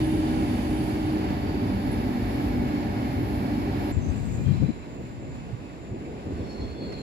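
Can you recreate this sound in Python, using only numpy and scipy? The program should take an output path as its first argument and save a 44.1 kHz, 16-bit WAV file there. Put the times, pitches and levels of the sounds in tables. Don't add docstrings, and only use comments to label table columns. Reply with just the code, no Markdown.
import sys
import numpy as np
from scipy import signal
from scipy.fft import rfft, irfft
from scipy.io import wavfile
from scipy.ndimage import uniform_filter1d, map_coordinates

SR = 44100
rng = np.random.default_rng(int(sys.argv[2]) if len(sys.argv) > 2 else 0)


def to_wav(sig):
    pcm = np.clip(np.atleast_2d(sig), -1, 1) * 32767
    pcm = np.round(pcm).astype(np.int16)
    wavfile.write(sys.argv[1], SR, pcm.T)


N = 309582
T = np.arange(N) / SR
FREQ = np.maximum(np.arange(N // 2 + 1) * SR / N, 1)
LAG_S = 0.00048


def undb(db):
    return 10 ** (np.asarray(db) / 20)


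def unit(x):
    return x / np.sqrt(np.mean(x ** 2))


def curves(rows):
    s, *columns = np.transpose(rows)
    return [np.interp(T, s, column) for column in columns]


def over_freq(points):
    hz, value = np.transpose(points)
    return np.interp(np.log(FREQ), np.log(hz), value)


def resonance(hz, width):
    return unit(1 / (1 + ((FREQ - hz) / (.75 * width)) ** 2))


def walk(rate):
    steps = rng.standard_normal(1024)
    return np.interp(T * rate, np.arange(len(steps)), steps) * np.sqrt(3 / 2)


def swell(middle, length):
    return np.cos(np.pi * np.clip((T - middle) / length, -.5, .5))


# (f/Hz, coherence 0-1)
SIDE_LIKENESS = [(60, 0.79), (280, 0.96), (600, 0.67), (900, 0.19), (1400, 0.63), (2300, 0.37),
                 (4500, 0.22), (8000, 0)]


def field(gain, right_db):
    heard = np.flatnonzero(gain > gain.max() / 1e4)
    hz = FREQ[heard]
    like_hz, likeness = np.transpose(SIDE_LIKENESS)
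    direct, left, right = rng.standard_normal((3, len(hz))) + 1j * rng.standard_normal((3, len(hz)))
    share = np.clip(np.interp(np.log(hz), np.log(like_hz), likeness), 0, .99)
    lag = LAG_S * hz / np.hypot(hz, 500)
    direct_sides = np.array([direct * np.exp(-2j * np.pi * hz * lag), direct])
    reflections = np.array([left, right])
    spectrum = np.zeros((2, len(FREQ)), complex)
    spectrum[:, heard] = (np.sqrt(share) * direct_sides + np.sqrt(1 - share) * reflections) * gain[heard]
    balance = undb(np.array([[-right_db], [right_db]]) / 2)
    return unit(irfft(spectrum, N)) * balance


def flow(colour, flutter_db, rate, right_db, ripple_db=0):
    reach = over_freq([(300, 0), (1200, 1), (5000, 1), (9000, 0)])
    ripple = np.interp(FREQ / 25, np.arange(1024), rng.standard_normal(1024)) * reach
    noise = field(undb(over_freq(colour) + ripple_db * ripple), right_db)
    return noise * undb(flutter_db * walk(rate))


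def tone(hz, wander, fade_db, lag_s=LAG_S / 2):
    phase = 2 * np.pi * np.cumsum(np.broadcast_to(hz, N)) / SR + wander * walk(6)
    strength_db = fade_db * walk(7.6)
    sides = []
    for lag in (lag_s, 0):
        side_db = strength_db + fade_db * walk(3.44) / 2
        sides.append(np.sin(phase - 2 * np.pi * hz * lag) * undb(side_db))
    return np.sqrt(2) * np.array(sides)


def bend(sides, speed):
    return np.array([map_coordinates(side, [np.cumsum(speed)], mode="mirror") for side in sides])


def eddies(colour):
    swirl = signal.hilbert(irfft(rfft(rng.standard_normal(N)) * colour, N))
    return swirl.real / np.sqrt(uniform_filter1d(np.abs(swirl) ** 2 / 2, size=1500))


# (f/Hz, relative level/dB per Hz)
WIND_SPECTRUM = [(25, -28), (45, -5.5), (70, -1), (120, 2.5), (190, -4.5), (260, -6), (400, -35),
                 (900, -49), (4000, -110)]
# (middle t/s, length/s, f/Hz, left level/dB, right level/dB)
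WIND_BUFFETS = [(3.98, 0.031, 90, -15.5, -38), (4.101, 0.053, 73, -17.5, -38), (4.499, .1, 119.4, -14, -40),
                (4.565, 0.07, 141, -22, -42), (4.606, 0.016, 110, -29, -22), (4.632, 0.07, 151, -14, -40),
                (4.696, .04, 193, -18.5, -42), (5.036, 0.11, 131, -39, -41), (5.195, 0.051, 111, -36, -36),
                (5.538, 0.036, 108, -36, -26), (5.927, 0.041, 110, -30, -29), (6.273, .05, 66, -35, -35),
                (6.345, 0.05, 66.7, -31, -32), (6.413, 0.045, 66, -32.5, -32),
                (6.624, 0.12, 63.5, -32, -33), (6.715, .04, 75, -36, -37)]
BUFFET_WIDTH, BUFFET_LOW_HZ = 0.43, 46
BREEZE_LEFT_DB, BREEZE_RIGHT_DB, BREEZE_FLUTTER_DB = -45.5, -40, 3.5
GUST_LEFT_DB, GUST_RIGHT_DB, GUST_BUILD_DB_PER_S = -22.5, -34, 6
GUST_END_S, GUST_RELEASE_S = 4.725, 0.093


def wind():
    release = np.clip((GUST_END_S - T) / GUST_RELEASE_S, 0, 1)
    gust = release * undb(GUST_BUILD_DB_PER_S * (T - GUST_END_S))
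    colour = undb(over_freq(WIND_SPECTRUM))
    sides = []
    for gust_db, breeze_db in [(GUST_LEFT_DB, BREEZE_LEFT_DB), (GUST_RIGHT_DB, BREEZE_RIGHT_DB)]:
        breeze = undb(breeze_db + BREEZE_FLUTTER_DB * walk(9))
        sides.append(eddies(colour) * np.hypot(undb(gust_db) * gust, breeze))
    sides = np.array(sides)
    for s, length, hz, left_db, right_db in WIND_BUFFETS:
        colour = resonance(hz, BUFFET_WIDTH * hz) * (FREQ > BUFFET_LOW_HZ)
        sides = sides + np.outer(undb([left_db, right_db]), eddies(colour) * swell(s, length))
    return sides


# (middle t/s, length/s, f/Hz, level/dB at the middle)
WHEEL_SQUEALS = [(0.073, 0.32, 10110, -56), (.78, .22, 10110, -58), (1.13, 0.27, 10110, -64),
                 (1.8, .55, 10110, -67), (1.927, 0.044, 10140, -53), (2.3, .2, 10110, -65),
                 (4.072, 0.15, 6220, -57.5), (4.27, 0.5, 7950, -63.5), (4.33, .45, 6190, -69),
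                 (4.44, .2, 2410, -59), (4.632, 0.29, 2376, -58.5), (5, .35, 15200, -77)]
# (middle t/s, length/s, f/Hz, width/Hz, level/dB at the middle)
RUBS_AND_LOW_RING = [(.88, .22, 11000, 4000, -57), (2.3, .9, 11500, 3500, -62.5),
                     (4.3, 0.71, 12500, 4000, -69), (4.55, 0.55, 3900, 1900, -61),
                     (4.52, .3, 4060, 190, -64), (4.68, .55, 3995, 60, -65), (4.49, .12, 3190, 70, -59),
                     (6.06, 0.055, 2350, 500, -57), (6.19, .05, 2200, 700, -56),
                     (6.8, 0.88, 413, 49.7, -47.5)]
SQUEAL_WIDTH = .012


def wheels():
    sound = np.zeros((2, N))
    for s, length, hz, db in WHEEL_SQUEALS:
        sound += field(resonance(hz, SQUEAL_WIDTH * hz), right_db=8.5) * undb(db) * swell(s, length)
    for s, length, hz, width, db in RUBS_AND_LOW_RING:
        sound += field(resonance(hz, width), right_db=5.5) * undb(db) * swell(s, length)
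    return sound


# (f/Hz, relative level/dB per Hz)
CLACK_SPECTRUM = [(400, -25), (1000, 3), (2400, -1), (3500, -9), (5200, -9), (8500, -27), (11000, -21),
                  (13000, -42)]
CLACK_S, CLACK_DB, CLACK_ATTACK_S, CLACK_DECAY_S = 6.921, -42, .003, .016


def clack():
    age = np.maximum(T - CLACK_S, 0)
    envelope = np.minimum(age / CLACK_ATTACK_S, 1) * np.exp(-age / CLACK_DECAY_S)
    return field(undb(over_freq(CLACK_SPECTRUM)), right_db=3) * undb(CLACK_DB) * envelope


# (t/s, f/Hz, level/dB)
FLANGE_PATH = [(6.25, 4330, -85), (6.39, 4325, -66), (6.51, 4310, -59), (6.58, 4260, -53),
               (6.645, 4295, -56.5), (6.7, 4304, -52.5), (6.765, 4300, -58), (6.83, 4310, -50.5),
               (6.925, 4280, -48), (7.02, 4220, -51)]
# (f/Hz above that pitch, level/dB relative to it)
SINGING_MODES = [(-77.5, -10), (0, -5), (106, -9)]
# (middle t/s, length/s, f/Hz, width/Hz, level/dB before unevenness)
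CATCHING_MODES = [(7, .12, 4120, 90, -56), (6.44, .12, 3420, 60, -65), (6.65, .16, 3400, 80, -61),
                  (6.775, .14, 3450, 22, -55.5), (6.86, .12, 3420, 64, -61), (7, .12, 3290, 60, -62),
                  (6.52, .4, 5380, 220, -65), (6.71, .26, 5290, 90, -67), (6.6, .5, 6230, 150, -75)]
FLANGE_WAVER = 0.00298
STRAND_FLUTTER_DB = 2.5
GRIND_HZ, GRIND_WIDTH_HZ, GRIND_DB = 4340, 230, -4
FLANGE_SURGE_DB = 1.9


def flange():
    pitch, level_db = curves(FLANGE_PATH)
    strands = np.zeros((2, N))
    for offset, db in SINGING_MODES:
        strand_hz = (pitch + offset) * (1 + FLANGE_WAVER * walk(90))
        strand = tone(strand_hz, wander=1.0, fade_db=1.0, lag_s=LAG_S)
        strands += strand * undb(db + STRAND_FLUTTER_DB * walk(30))
    rough_band = field(resonance(GRIND_HZ, GRIND_WIDTH_HZ), right_db=0.3)
    grind = bend(rough_band, pitch / pitch[0]) * undb(GRIND_DB)
    catches = np.zeros((2, N))
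    for s, length, hz, width, db in CATCHING_MODES:
        catches += field(resonance(hz, width), right_db=-0.5) * undb(db) * swell(s, length)
    return ((strands + grind) * undb(level_db) + catches) * undb(FLANGE_SURGE_DB * walk(70))


# (t/s, relative level/dB)
WHINE_PATH = [(3.95, 2), (4.22, -0.5), (4.4, 2), (4.8, -7), (5.03, -0.5), (5.18, -9), (5.34, -3.5),
              (5.52, -10), (5.73, -12), (5.83, -4), (5.98, -11), (6.88, -13), (7.02, -5)]
WHINE_FLUTTER_DB = 2
SWITCH_HZ, SIDEBAND_HZ = 7154, 58.3
SWITCH_DB, STRONG_SIDEBAND_DB, WEAK_SIDEBAND_DB = -62, -66, -72.5
SIDEBAND_FALL_DB, UPPER_SIDEBAND_DB = 1.5, -2.5


def converter(count=9):
    comb = undb(SWITCH_DB) * tone(SWITCH_HZ, wander=.98, fade_db=2.0)
    for step in range(-count, count + 1):
        if step:
            db = WEAK_SIDEBAND_DB if step % 3 else STRONG_SIDEBAND_DB
            db = db - SIDEBAND_FALL_DB * abs(step) + UPPER_SIDEBAND_DB * (step > 0)
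            comb = comb + undb(db) * tone(SWITCH_HZ + step * SIDEBAND_HZ, wander=1.6, fade_db=4)
    return comb * undb(curves(WHINE_PATH)[0] + WHINE_FLUTTER_DB * walk(28))


# (t/s, rumble level/dB, rail roar level/dB)
ROLL_PATH = [(3.95, -34, -46), (4.6, -38, -47), (4.85, -40.5, -50), (5.65, -40, -51), (5.8, -40, -51.5),
             (6.35, -35.5, -49), (6.75, -39.5, -49), (7.02, -37, -47.5)]
# (f/Hz, relative level/dB per Hz)
ROLL_RUMBLE_SPECTRUM = [(15, -35), (30, -26), (42, -13), (60, 0), (105, -6.5), (145, -2.5), (195, -3),
                        (290, 0.5), (420, -6.5), (560, -11), (750, -16), (1200, -34), (3000, -94)]
RAIL_ROAR_SPECTRUM = [(300, -28), (700, 0.5), (1100, -5.5), (1550, -8.5), (1900, -11.5), (2600, -13.5),
                      (3300, -16), (4950, -20), (6400, -27.5), (7400, -19), (8400, -35), (9600, -36),
                      (10400, -28), (11300, -29), (12200, -42), (15500, -44)]
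# (f/Hz, width/Hz, level/dB relative to the roar)
RAIL_SCRAPES = [(424, 100, -6.5), (1550, 600, -15.5), (2090, 340, -13.5), (2550, 300, -15)]
# (middle t/s, length/s, f/Hz, level/dB at the middle)
RUMBLE_SURGES = [(5.032, 0.13, 230, -41), (5.84, .04, 330, -45), (6.012, 0.052, 300, -37),
                 (6.106, 0.14, 360, -39), (6.27, 0.027, 300, -35), (6.317, 0.048, 290, -35),
                 (6.423, 0.12, 310, -34.5), (6.634, 0.08, 380, -35), (6.818, 0.092, 376, -41),
                 (6.905, 0.093, 400, -37.5)]
# (f/Hz, level/dB)
COACH_FANS = [(565, -66.5), (612, -67), (2570, -74)]
SCRAPE_FLUTTER_DB, SURGE_WIDTH_HZ = 2.5, 200


def coaches():
    low_db, high_db = curves(ROLL_PATH)
    rumble = flow(ROLL_RUMBLE_SPECTRUM, flutter_db=2.04, rate=18, right_db=1.0) * undb(low_db)
    roar = flow(RAIL_ROAR_SPECTRUM, flutter_db=0.9, rate=14, right_db=0.9, ripple_db=2.1)
    scrapes = np.zeros((2, N))
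    for hz, width, db in RAIL_SCRAPES:
        scrapes += field(resonance(hz, width), right_db=-3) * undb(db + SCRAPE_FLUTTER_DB * walk(40))
    surges = np.zeros((2, N))
    for s, length, hz, db in RUMBLE_SURGES:
        surges += field(resonance(hz, SURGE_WIDTH_HZ), right_db=-2.0) * undb(db) * swell(s, length)
    fans = sum(undb(db) * tone(hz, wander=0.95, fade_db=4.0) for hz, db in COACH_FANS)
    to_the_right = undb(np.array([[-2.5], [2.5]]))
    return rumble + surges + (roar + scrapes) * undb(high_db) + (fans + converter()) * to_the_right


# (f/Hz, width/Hz, level/dB, fade from t/s, silent by t/s)
BRAKE_BANDS = [(2910, 630, -51.5, 0.47, 1.9), (3635, 35, -58.5, .2, 0.99), (3635, 40, -62.5, 2.1, 3.2),
               (4662, 55, -59.5, 1.5, 2.7), (6540, 2500, -59, 0.55, 1.6), (9300, 240, -63.5, 0.76, 1.4),
               (10300, 130, -72, 0.91, 2.9), (10400, 1900, -58, 0.71, 1.4)]
BRAKE_SAG_PER_S = .006


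def brakes():
    sound = np.zeros((2, N))
    for hz, width, db, fade, end in BRAKE_BANDS:
        sound += field(resonance(hz, width), right_db=4.5) * undb(db) * np.interp(T, [fade, end], [1, 0])
    return bend(sound, 1 - BRAKE_SAG_PER_S * T)


# (f/Hz, relative level/dB per Hz)
BLOWER_RUMBLE_SPECTRUM = [(15, -30), (30, -23), (38, -21), (49, 3.5), (65, 2.5), (125, 3), (175, -4.5),
                          (265, 0.5), (340, -3), (390, -3), (440, -13.5), (520, -19.5), (700, -32.5),
                          (2000, -93)]
RUSHING_AIR_SPECTRUM = [(300, -31), (450, -2.5), (540, -6.5), (660, -4), (770, 0.5), (900, -6), (1270, -13),
                        (1550, -11.5), (2300, -14.5), (2700, -17), (3300, -21.5), (4400, -22), (4950, -23),
                        (5500, -28.5), (6400, -33.5), (7200, -28.5), (8200, -42), (12000, -65)]
GRILLE_HISS_SPECTRUM = [(4000, -70), (7800, -15), (9000, -11), (10400, -3), (11200, 0), (12300, 0),
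                        (13300, -10), (15500, -19)]
# (f/Hz, width/Hz, level/dB)
DUCT_RINGS = [(194.3, 11, -41.5), (218.5, 8.6, -40), (246.7, 14.3, -36), (294.4, 8, -35.5),
              (403.6, 16, -52), (569, 7, -51.5), (714, 27, -49), (761.5, 39, -63), (811, 16, -50),
              (1589, 50, -59), (2236, 100, -55.5)]
# (middle t/s, length/s, f/Hz, level/dB at the middle)
DUCT_BOOMS = [(.48, 0.73, 247.2, -36.5), (1.75, 0.96, 194.2, -36.5), (2.12, 0.32, 243.3, -34.5),
              (2.559, 0.47, 248.4, -31), (2.84, 0.29, 196, -34.5)]
# (f/Hz, level/dB)
HUM_TONES = [(100, -41), (588, -47.5), (882, -56), (1764, -55.5), (7154, -74)]
# (t/s, f/Hz, level/dB)
DRONE_PATH = [(0, 314, -26), (.4, 313, -29), (.54, 311.6, -39), (.66, 310.2, -32), (1.2, 311, -29),
              (1.4, 308, -46), (2.2, 309, -64)]
# (t/s, f/Hz, level/dB)
WHISTLE_PATH = [(1.85, 2330, -80), (1.96, 2305, -55), (2.1, 2250, -59), (2.3, 2230, -72), (2.62, 2224, -57),
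                (2.75, 2168, -55.5), (3.02, 2170, -57), (3.11, 2095, -54), (3.2, 2090, -65),
                (3.45, 2080, -74), (3.5, 2100, -90)]
RUMBLE_DB, AIR_DB, HISS_DB = -29, -38.5, -61
HISS_RISE_DB_PER_S = 1
ARRIVAL_DB, ARRIVAL_FADE_S = 1.6, 0.33


def locomotive():
    arrival_db = ARRIVAL_DB * np.exp(-T / ARRIVAL_FADE_S)
    rumble = flow(BLOWER_RUMBLE_SPECTRUM, flutter_db=0.92, rate=12, right_db=0.4)
    rumble = rumble * undb(RUMBLE_DB + arrival_db)
    air = flow(RUSHING_AIR_SPECTRUM, flutter_db=0.6, rate=10, right_db=2.0, ripple_db=1.98)
    air = air * undb(AIR_DB + arrival_db)
    hiss = flow(GRILLE_HISS_SPECTRUM, flutter_db=1.0, rate=8.9, right_db=2.0)
    hiss = hiss * undb(HISS_DB + HISS_RISE_DB_PER_S * T + arrival_db)
    duct_gain = sum(undb(db) * resonance(hz, width) for hz, width, db in DUCT_RINGS)
    duct_strength = np.sqrt(sum(undb(db) ** 2 for _, _, db in DUCT_RINGS))
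    ducts = field(duct_gain, right_db=1.0) * duct_strength
    booms = np.zeros((2, N))
    for s, length, hz, db in DUCT_BOOMS:
        booms += tone(hz, wander=0.44, fade_db=0.0) * undb(db) * swell(s, length)
    hum = sum(undb(db) * tone(hz, wander=0.42, fade_db=1.0) for hz, db in HUM_TONES)
    drone_hz, drone_db = curves(DRONE_PATH)
    drone = tone(drone_hz, wander=0.12, fade_db=0.0) * undb(drone_db)
    whistle_hz, whistle_db = curves(WHISTLE_PATH)
    whistle = tone(whistle_hz, wander=1.1, fade_db=1.5, lag_s=LAG_S) * undb(whistle_db)
    return rumble + air + hiss + ducts + booms + hum + drone + whistle


CHANGE_S, CHANGE_LENGTH_S = 3.92, 0.0088


def scene():
    later = np.clip((T - CHANGE_S) / CHANGE_LENGTH_S + .5, 0, 1)
    platform_end = wind() + clack() + flange() + coaches()
    beside_locomotive = brakes() + locomotive()
    return wheels() + later * platform_end + (1 - later) * beside_locomotive


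TOP_HZ = 15500


def record(dry):
    opening = np.clip(np.minimum(T, T[-1] - T) / .003, 0, 1)
    low_pass = signal.ellip(10, .2, 80, TOP_HZ, fs=SR, output="sos")
    return signal.sosfilt(low_pass, dry * opening)


dry = scene()
out = record(dry)
to_wav(out)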